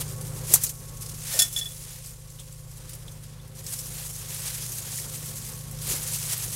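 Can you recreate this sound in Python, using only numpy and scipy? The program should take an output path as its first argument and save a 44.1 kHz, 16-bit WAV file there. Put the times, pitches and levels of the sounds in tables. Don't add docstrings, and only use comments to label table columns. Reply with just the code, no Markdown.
import sys
import numpy as np
from scipy import signal
from scipy.fft import rfft, irfft
from scipy.io import wavfile
from scipy.ndimage import uniform_filter1d

SR = 44100
rng = np.random.default_rng(int(sys.argv[2]) if len(sys.argv) > 2 else 0)


def to_wav(s):
    ch = np.atleast_2d(s).T
    pcm = np.round(np.clip(ch, -1, 1) * 32767)
    wavfile.write(sys.argv[1], SR, pcm.astype(np.int16))


N = 289104

# time in seconds, level of the room air in dB.
BACKGROUND = [(0, -44), (.2, -41.5), (.56, -44.5), (.71, -50.5), (.82, -48.5), (1.31, -51), (1.92, -54.5),
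              (2.55, -54.5), (2.94, -52.5), (3.45, -51.5), (4.38, -49), (5.11, -49), (5.82, -47.5),
              (5.97, -46), (6.56, -48)]


def gloves():
    # time in seconds, level in dB.
    fidgeting = [(0.0, -40), (0.05, -44.5), (0.45, -47.5), (0.6, -43), (0.705, -37.5), (0.727, -45.5),
                 (1.0, -50), (1.055, -45), (1.18, -43), (1.385, -31.5), (1.5, -41), (1.75, -42),
                 (2.08, -47), (2.19, -53), (2.7, -52.5), (3.0, -51.5), (3.54, -57.5), (3.58, -48),
                 (3.63, -54), (3.68, -40), (3.85, -39.5), (4.24, -40.5), (4.4, -37), (4.8, -39),
                 (4.86, -43.5), (5.22, -40), (5.5, -39), (5.66, -46), (5.77, -48), (5.83, -37),
                 (6.23, -37.5), (6.37, -42.5), (6.56, -32.5)]
    # time of the top in seconds, level in dB, rise and fall in seconds.
    squeezes = [(0.014, -28.5, 0.07, 0.017), (.11, -42.5, 0.071, 0.038), (.27, -41, 0.054, 0.12),
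                (.39, -37.5, 0.067, 0.023), (.53, -26, 0.07, 0.064), (0.641, -25, 0.03, 0.028),
                (.86, -50, .1, .04), (.94, -48, .02, .05), (1.025, -36, 0.028, 0.027),
                (1.09, -41, .03, 0.07), (1.334, -30, 0.053, 0.081), (1.47, -35, 0.075, 0.032),
                (1.54, -36, 0.024, 0.021), (1.575, -32.5, 0.027, 0.051), (1.92, -45, 0.11, 0.043),
                (2.08, -45, .07, 0.091), (2.32, -58, .08, .03), (2.4, -48.5, 0.055, 0.2),
                (2.712, -49.5, 0.0072, 0.2), (2.9, -48.5, 0.012, .12), (3.12, -50, 0.095, 0.026),
                (3.24, -50.5, .03, .05), (3.59, -43, 0.028, 0.036), (3.74, -33.5, 0.1, 0.012),
                (3.79, -35.5, .03, 0.044), (4.03, -39.5, 0.24, 0.091), (4.35, -34, 0.06, .05),
                (4.46, -37, .06, 0.36), (4.79, -36.5, 0.14, 0.025), (4.99, -33, 0.24, 0.091),
                (5.14, -39.5, 0.072, 0.13), (5.28, -38.5, 0.052, 0.088), (5.375, -38, .03, 0.038),
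                (5.93, -26.5, 0.097, 0.054), (6.14, -31, 0.19, 0.13), (6.33, -26, 0.097, 0.037),
                (6.44, -31, 0.1, 0.055)]
    # time in seconds, relative level in dB.
    crease_levels = [(0, -11.5), (.3, -15), (.48, -8.5), (.59, -9.5), (.65, -21), (.9, -15), (1.2, -16.5),
                     (1.38, -9), (1.5, -15.5), (2.2, -15), (3.5, -12.5), (3.85, -16.5), (4.4, -12),
                     (5.3, -15.5), (5.9, -12.5), (6.56, -14)]
    # frequency in Hz, relative spectral density in dB.
    crease_spectrum = [(350, -40), (600, -3), (1000, -4), (2000, -1), (3500, -0.5), (5000, -2.5),
                       (8000, -26.5)]
    t = np.arange(N) / SR
    power = amp(curve(fidgeting, t)) ** 2
    for top, db, rise, fall in squeezes:
        power += amp(db - 15 * np.maximum((top - t) / rise, (t - top) / fall)) ** 2
    level_db = 10 * np.log10(power)
    lively_db = level_db + 40
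    centre_hz = 8600 * (1 + 0.002 * lively_db + 0.015 * wander(12))
    crease_db = curve(crease_levels, t) - 0.24 * lively_db + 2.1 * wander(8)
    clumps_db = 0.54 * wander(60) + 1.03 * wander(200)
    clicks = crackle(N, per_s=4000, spread_db=2, tail_db=4, tail_t60=0.075)
    film = film_colour(clicks, lambda s: np.interp(s, t, centre_hz), patchy_db=1.5)
    creases = unit_rms(shaped(clicks, lambda hz, s: spectrum_db(crease_spectrum, hz)))
    return amp(level_db + clumps_db) * (film + amp(crease_db) * creases)


def snaps():
    # start in seconds, level in dB, centre in Hz.
    pulls = [(.0877, -42, 9170), (.2097, -34, 9420), (.473, -40, 7620), (.5373, -5.5, 9700),
             (.5474, -29, 11000), (.5594, -26, 6500), (.636, -17.5, 10400), (.665, -27.5, 6660),
             (.693, -26, 9300), (.9702, -38.5, 8270), (1.009, -38, 9690), (1.0216, -40, 10400),
             (1.0603, -34, 7200), (1.3905, -12.5, 5400), (1.3974, -17, 7310), (1.42, -15.5, 7500),
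             (1.5273, -32, 11200), (1.5643, -32, 7320), (1.5876, -26, 6340), (2.0594, -37, 8650),
             (2.3015, -44, 7780), (2.397, -40, 7810), (2.4838, -48, 8080), (2.5244, -43, 7830),
             (2.7102, -45, 8510), (2.7701, -41, 8070), (2.8923, -36, 9390), (2.9327, -36.5, 7170),
             (2.9505, -39, 10400), (3.1163, -45, 8900), (3.235, -45, 6070), (3.476, -46, 8600),
             (3.5513, -43, 7840), (3.64, -42, 10400), (3.665, -33, 6550), (3.705, -36, 11300),
             (3.7883, -32, 6620), (4.2976, -34, 9490), (4.7202, -30, 8400), (4.8663, -35, 10100),
             (4.9177, -33.5, 8600), (5.357, -36, 8250), (5.7106, -36, 10700), (5.8172, -40, 8920),
             (6.0294, -30.5, 8530), (6.075, -28, 7660), (6.1407, -27.5, 6770), (6.3779, -32, 11500)]
    attack_s, t60 = 0.002, 0.081
    out, t = np.zeros(N), np.arange(6000) / SR
    for start, db, hz in pulls:
        clicks = crackle(len(t), per_s=8300, spread_db=-6, tail_db=-2.5, tail_t60=0.0061)
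        burst = film_colour(clicks, lambda s: hz, patchy_db=3)
        envelope = amp(db - 60 * t / t60) * np.minimum(t / attack_s, 1)
        add(out, start - 0.001, envelope * burst)
    return out


def crackle(length, per_s, spread_db, tail_db, tail_t60):
    sizes = amp(spread_db * np.minimum(rng.exponential(1, length), 3.2))
    clicks = sizes * (rng.random(length) < per_s / SR)
    facet = rng.integers(0, 16, length)
    spectra = rfft(rng.standard_normal((16, 64)) * amp(-60 * np.arange(64) / SR / 0.0013))
    shivers = irfft(spectra / np.sqrt(np.mean(abs(spectra) ** 2, 0)))
    grains = sum(np.convolve(clicks * (facet == k), shiver)[:length] for k, shiver in enumerate(shivers))
    fade = amp(-60 * np.arange(4096) / SR / tail_t60) ** 2
    tail_power = abs(signal.oaconvolve(clicks ** 2, fade / fade.sum())[:length])
    tail = np.sqrt(tail_power) * rng.standard_normal(length)
    return unit_rms(grains + amp(tail_db) * tail)


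def film_colour(x, centre_hz, patchy_db):
    # frequency in Hz, relative spectral density in dB.
    film_spectrum = [(1470, -24.5), (2500, -18), (4580, -9), (6500, -0.5), (10400, 1.5), (14100, -4),
                     (15200, -9), (16000, -10)]

    def gain_db(hz, t):
        noise = rng.standard_normal((len(hz), len(t)))
        patches = uniform_filter1d(uniform_filter1d(noise, 5, axis=0), 12, axis=1)
        slide = (9000 / centre_hz(t)) ** 0.79
        return spectrum_db(film_spectrum, hz * slide) + patchy_db * unit_rms(patches)
    return unit_rms(shaped(x, gain_db))


def spoon():
    mode_hz = [690, 1822, 3428, 3500, 5329, 6400, 6653, 7306, 8199, 8480, 9275, 9964, 10600, 10882, 11240,
               12470, 13910, 4120, 4650, 10391]
    # relative level in dB, time to decay by 60 dB in seconds.
    modes = [(-20.5, 0.24), (-11.5, 0.17), (1.5, 0.18), (-6.5, 0.1), (-7.5, 0.18), (-29, 0.092), (-8, 0.13),
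             (1.5, 0.065), (-18, 0.059), (-12, .1), (-8, 0.11), (-17, .2), (-8, .1), (-6, .14), (-13, 0.32),
             (-9, 0.09), (-17, .08), (-19, 0.056), (-15, 0.066), (-10, .08)]
    # start in seconds, level in dB, extra dB for the modes below 3 kHz,
    # for those from 4 to 6 kHz and for those above 6 kHz, free ringing before damping in seconds.
    clinks = [(1.336, -44, 17, 19.5, 12, 0.022), (1.361, -49, 16, -3, -5, 0.018),
              (1.394, -22.5, -23, -4, 3, 0.0033), (1.398, -36, 12, 22, 15.5, 0.0077),
              (1.41, -27, 3.5, 3, 1, 0.013), (1.419, -22, -8, 0, 1, 0.014), (1.428, -53, -2, 11, 8, 0.015),
              (1.44, -43, 7, 10, -4, 0.02), (1.529, -52, -9, 15, 5, 0.026),
              (1.563, -24, -11, -5, -4, 0.034), (1.586, -50, -4, 3, 18, 0.0087),
              (1.612, -27, -7.5, -6, -20, 0.023), (1.656, -31, -9, -11, -12, 0.02),
              (1.708, -50, -10, -10, -10, 0.023)]
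    out, t = np.zeros(N), np.arange(9000) / SR
    hz = np.array(mode_hz)[:, None]
    mode_db, t60 = np.transpose(modes)[:, :, None]
    phase = 2 * np.pi * rng.random(hz.shape)
    for start, db, low_db, upper_db, top_db, free_s in clinks:
        place_db = 3 * rng.standard_normal(hz.shape) * (hz > 6000)
        place_db += np.select([hz < 3000, hz > 6000, hz > 4000], [low_db, top_db, upper_db])
        swing = np.sin(2 * np.pi * hz * (t + round(start * SR) / SR) + phase)
        ring = (amp(db + mode_db + place_db - 60 * t / t60) * swing).sum(0)
        damped_db = np.maximum(-1100 * np.maximum(t - free_s, 0), -14)
        tick = amp(db - 18 - 60 * t / 0.0088) * np.diff(rng.standard_normal(len(t) + 1))
        add(out, start, ring * amp(damped_db) * np.minimum(t / 0.00053, 1) + tick)
    return out


def knocks():
    # start in seconds, level in dB, centre in Hz,
    # bandwidth of each of two filter passes in Hz, length in seconds.
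    impacts = [(0.498, -40.5, 420, 400, .04), (0.535, -29, 500, 700, 0.016), (.536, -42, 3050, 4000, 0.01),
               (.555, -37.5, 1110, 915, 0.018), (1.336, -42.5, 550, 200, 0.088),
               (2.385, -47.5, 3340, 900, 0.036), (3.08, -43, 3550, 699, 0.011),
               (3.395, -52, 3540, 200, 0.018), (3.993, -47.5, 2010, 250, .015),
               (4.983, -43, 2100, 500, .012), (5.043, -52, 2100, 600, .01), (5.231, -49, 1950, 300, 0.015),
               (5.911, -43, 446, 400, 0.016), (5.935, -35.5, 416, 450, 0.016),
               (1.394, -44, 1480, 120, 0.044)]
    out, t = np.zeros(N), np.arange(4000) / SR
    for start, db, hz, width, length in impacts:
        b, a = signal.iirpeak(hz, hz / width, SR)
        noise = rng.standard_normal(len(t))
        puff = unit_rms(signal.lfilter(b, a, signal.lfilter(b, a, noise)))
        age = 4 * t / length
        add(out, start, amp(db) * puff * age * np.exp(1 - age))
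    return out


def appliances():
    # level in dB, share of the background's swell, waver in dB,
    # waverings per second.
    orders = [(-51.5, 0.075, 1, 2.05), (-50, 0.76, 1, 6.6), (-46, .7, 1.27, 5)]
    # middle in seconds, boost in dB, half length in seconds.
    whine_spells = [(.175, 12.5, 0.033), (0.963, 8, 0.24), (5.45, 5.5, 0.53)]
    shaft_hz, mains_hz, purr_hz, whine_hz, faint_hz, drone_hz = 50.03, 119.95, 520, 1101, 392, 32
    t = np.arange(N) / SR
    shaft = wavering_phase(shaft_hz, drift_hz=0.15, per_s=4.07)
    mains = 2 * np.pi * mains_hz * t
    motor = sum(tone_gain(*row) * np.sin(order * shaft + 2 * np.pi * rng.random())
                for order, row in enumerate(orders, 1))
    hum = tone_gain(-46.5, 0.7, 1, 6) * (np.sin(mains) + amp(-16) * np.sin(mains + shaft))
    slow_swell = amp(5 * np.cos(2 * np.pi * (t - 1.29) / 2.14))
    sum_tone = tone_gain(-65, 0.8, 1, 3.5) * slow_swell * np.sin(mains + 2 * shaft)
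    purr = amp(-66.5 + 2.2 * wander(8.7)) * np.sin(wavering_phase(purr_hz, drift_hz=7, per_s=30))
    spells_db = sum(db * np.exp(-((t - middle) / half) ** 4) for middle, db, half in whine_spells)
    whine_gain = tone_gain(-70.5, 0.5, 0.5, 5) * amp(spells_db)
    whine = whine_gain * np.sin(wavering_phase(whine_hz, drift_hz=3.41, per_s=6))
    faint = tone_gain(-70.5, 1, 3, 4.5) * np.sin(2 * np.pi * faint_hz * t)
    drone = amp(-55.5) * np.sin(2 * np.pi * drone_hz * t) * np.clip((3.3 - t) / 0.15, 0, 1)
    return np.sqrt(2) * (motor + hum + sum_tone + purr + whine + faint + drone)


def tone_gain(db, share, waver_db, per_s):
    swell_db = curve(BACKGROUND, np.arange(N) / SR) + 50
    return amp(db + share * swell_db + waver_db * wander(per_s))


def wavering_phase(hz, drift_hz, per_s):
    return 2 * np.pi * np.cumsum(hz + drift_hz * wander(per_s)) / SR


def room_air():
    # frequency in Hz, relative spectral density in dB.
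    air_spectrum = [(15, -39), (40, -1.5), (63, -8), (78, -5.5), (175, -8), (260, -18), (470, -15.5),
                    (522, -10), (600, -22), (1100, -22.5), (2200, -31), (8800, -56), (16000, -45)]
    colour = amp(spectrum_db(air_spectrum, np.fft.rfftfreq(N, 1 / SR)))
    air = irfft(rfft(rng.standard_normal(N)) * colour, N)
    return amp(curve(BACKGROUND, np.arange(N) / SR) + 2 * wander(30)) * unit_rms(air)


def amp(db):
    return 10 ** (np.asarray(db) / 20)


def unit_rms(x):
    return x / np.sqrt(np.mean(x ** 2) + 1e-20)


def spectrum_db(points, hz):
    point_hz, db = np.transpose(points)
    return np.interp(np.log(hz + 1), np.log(point_hz + 1), db)


def curve(points, t):
    return np.interp(t, *np.transpose(points))


def add(mix, start, sound):
    part = mix[round(start * SR):][:len(sound)]
    part += sound[:len(part)]


def wander(per_s):
    return unit_rms(np.interp(np.arange(N) / SR * per_s, np.arange(2000), rng.standard_normal(2000)))


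def shaped(x, gain_db):
    hz, t, frames = signal.stft(x, SR, nperseg=256, noverlap=192)
    return signal.istft(frames * amp(gain_db(hz[:, None], t)), SR, nperseg=256, noverlap=192)[1][:len(x)]


def scene():
    mono = gloves() + snaps() + spoon() + knocks() + appliances() + room_air()
    return np.array([mono, mono])


def record(dry):
    ceiling, edge_hz = 0.78, 15850
    saturated = dry / (1 + abs(dry / ceiling) ** 6) ** (1 / 6)
    low_pass = signal.firwin(511, edge_hz, window=("kaiser", 9), fs=SR)
    return signal.oaconvolve(saturated, low_pass[None], "same")


dry = scene()
out = record(dry)
to_wav(out)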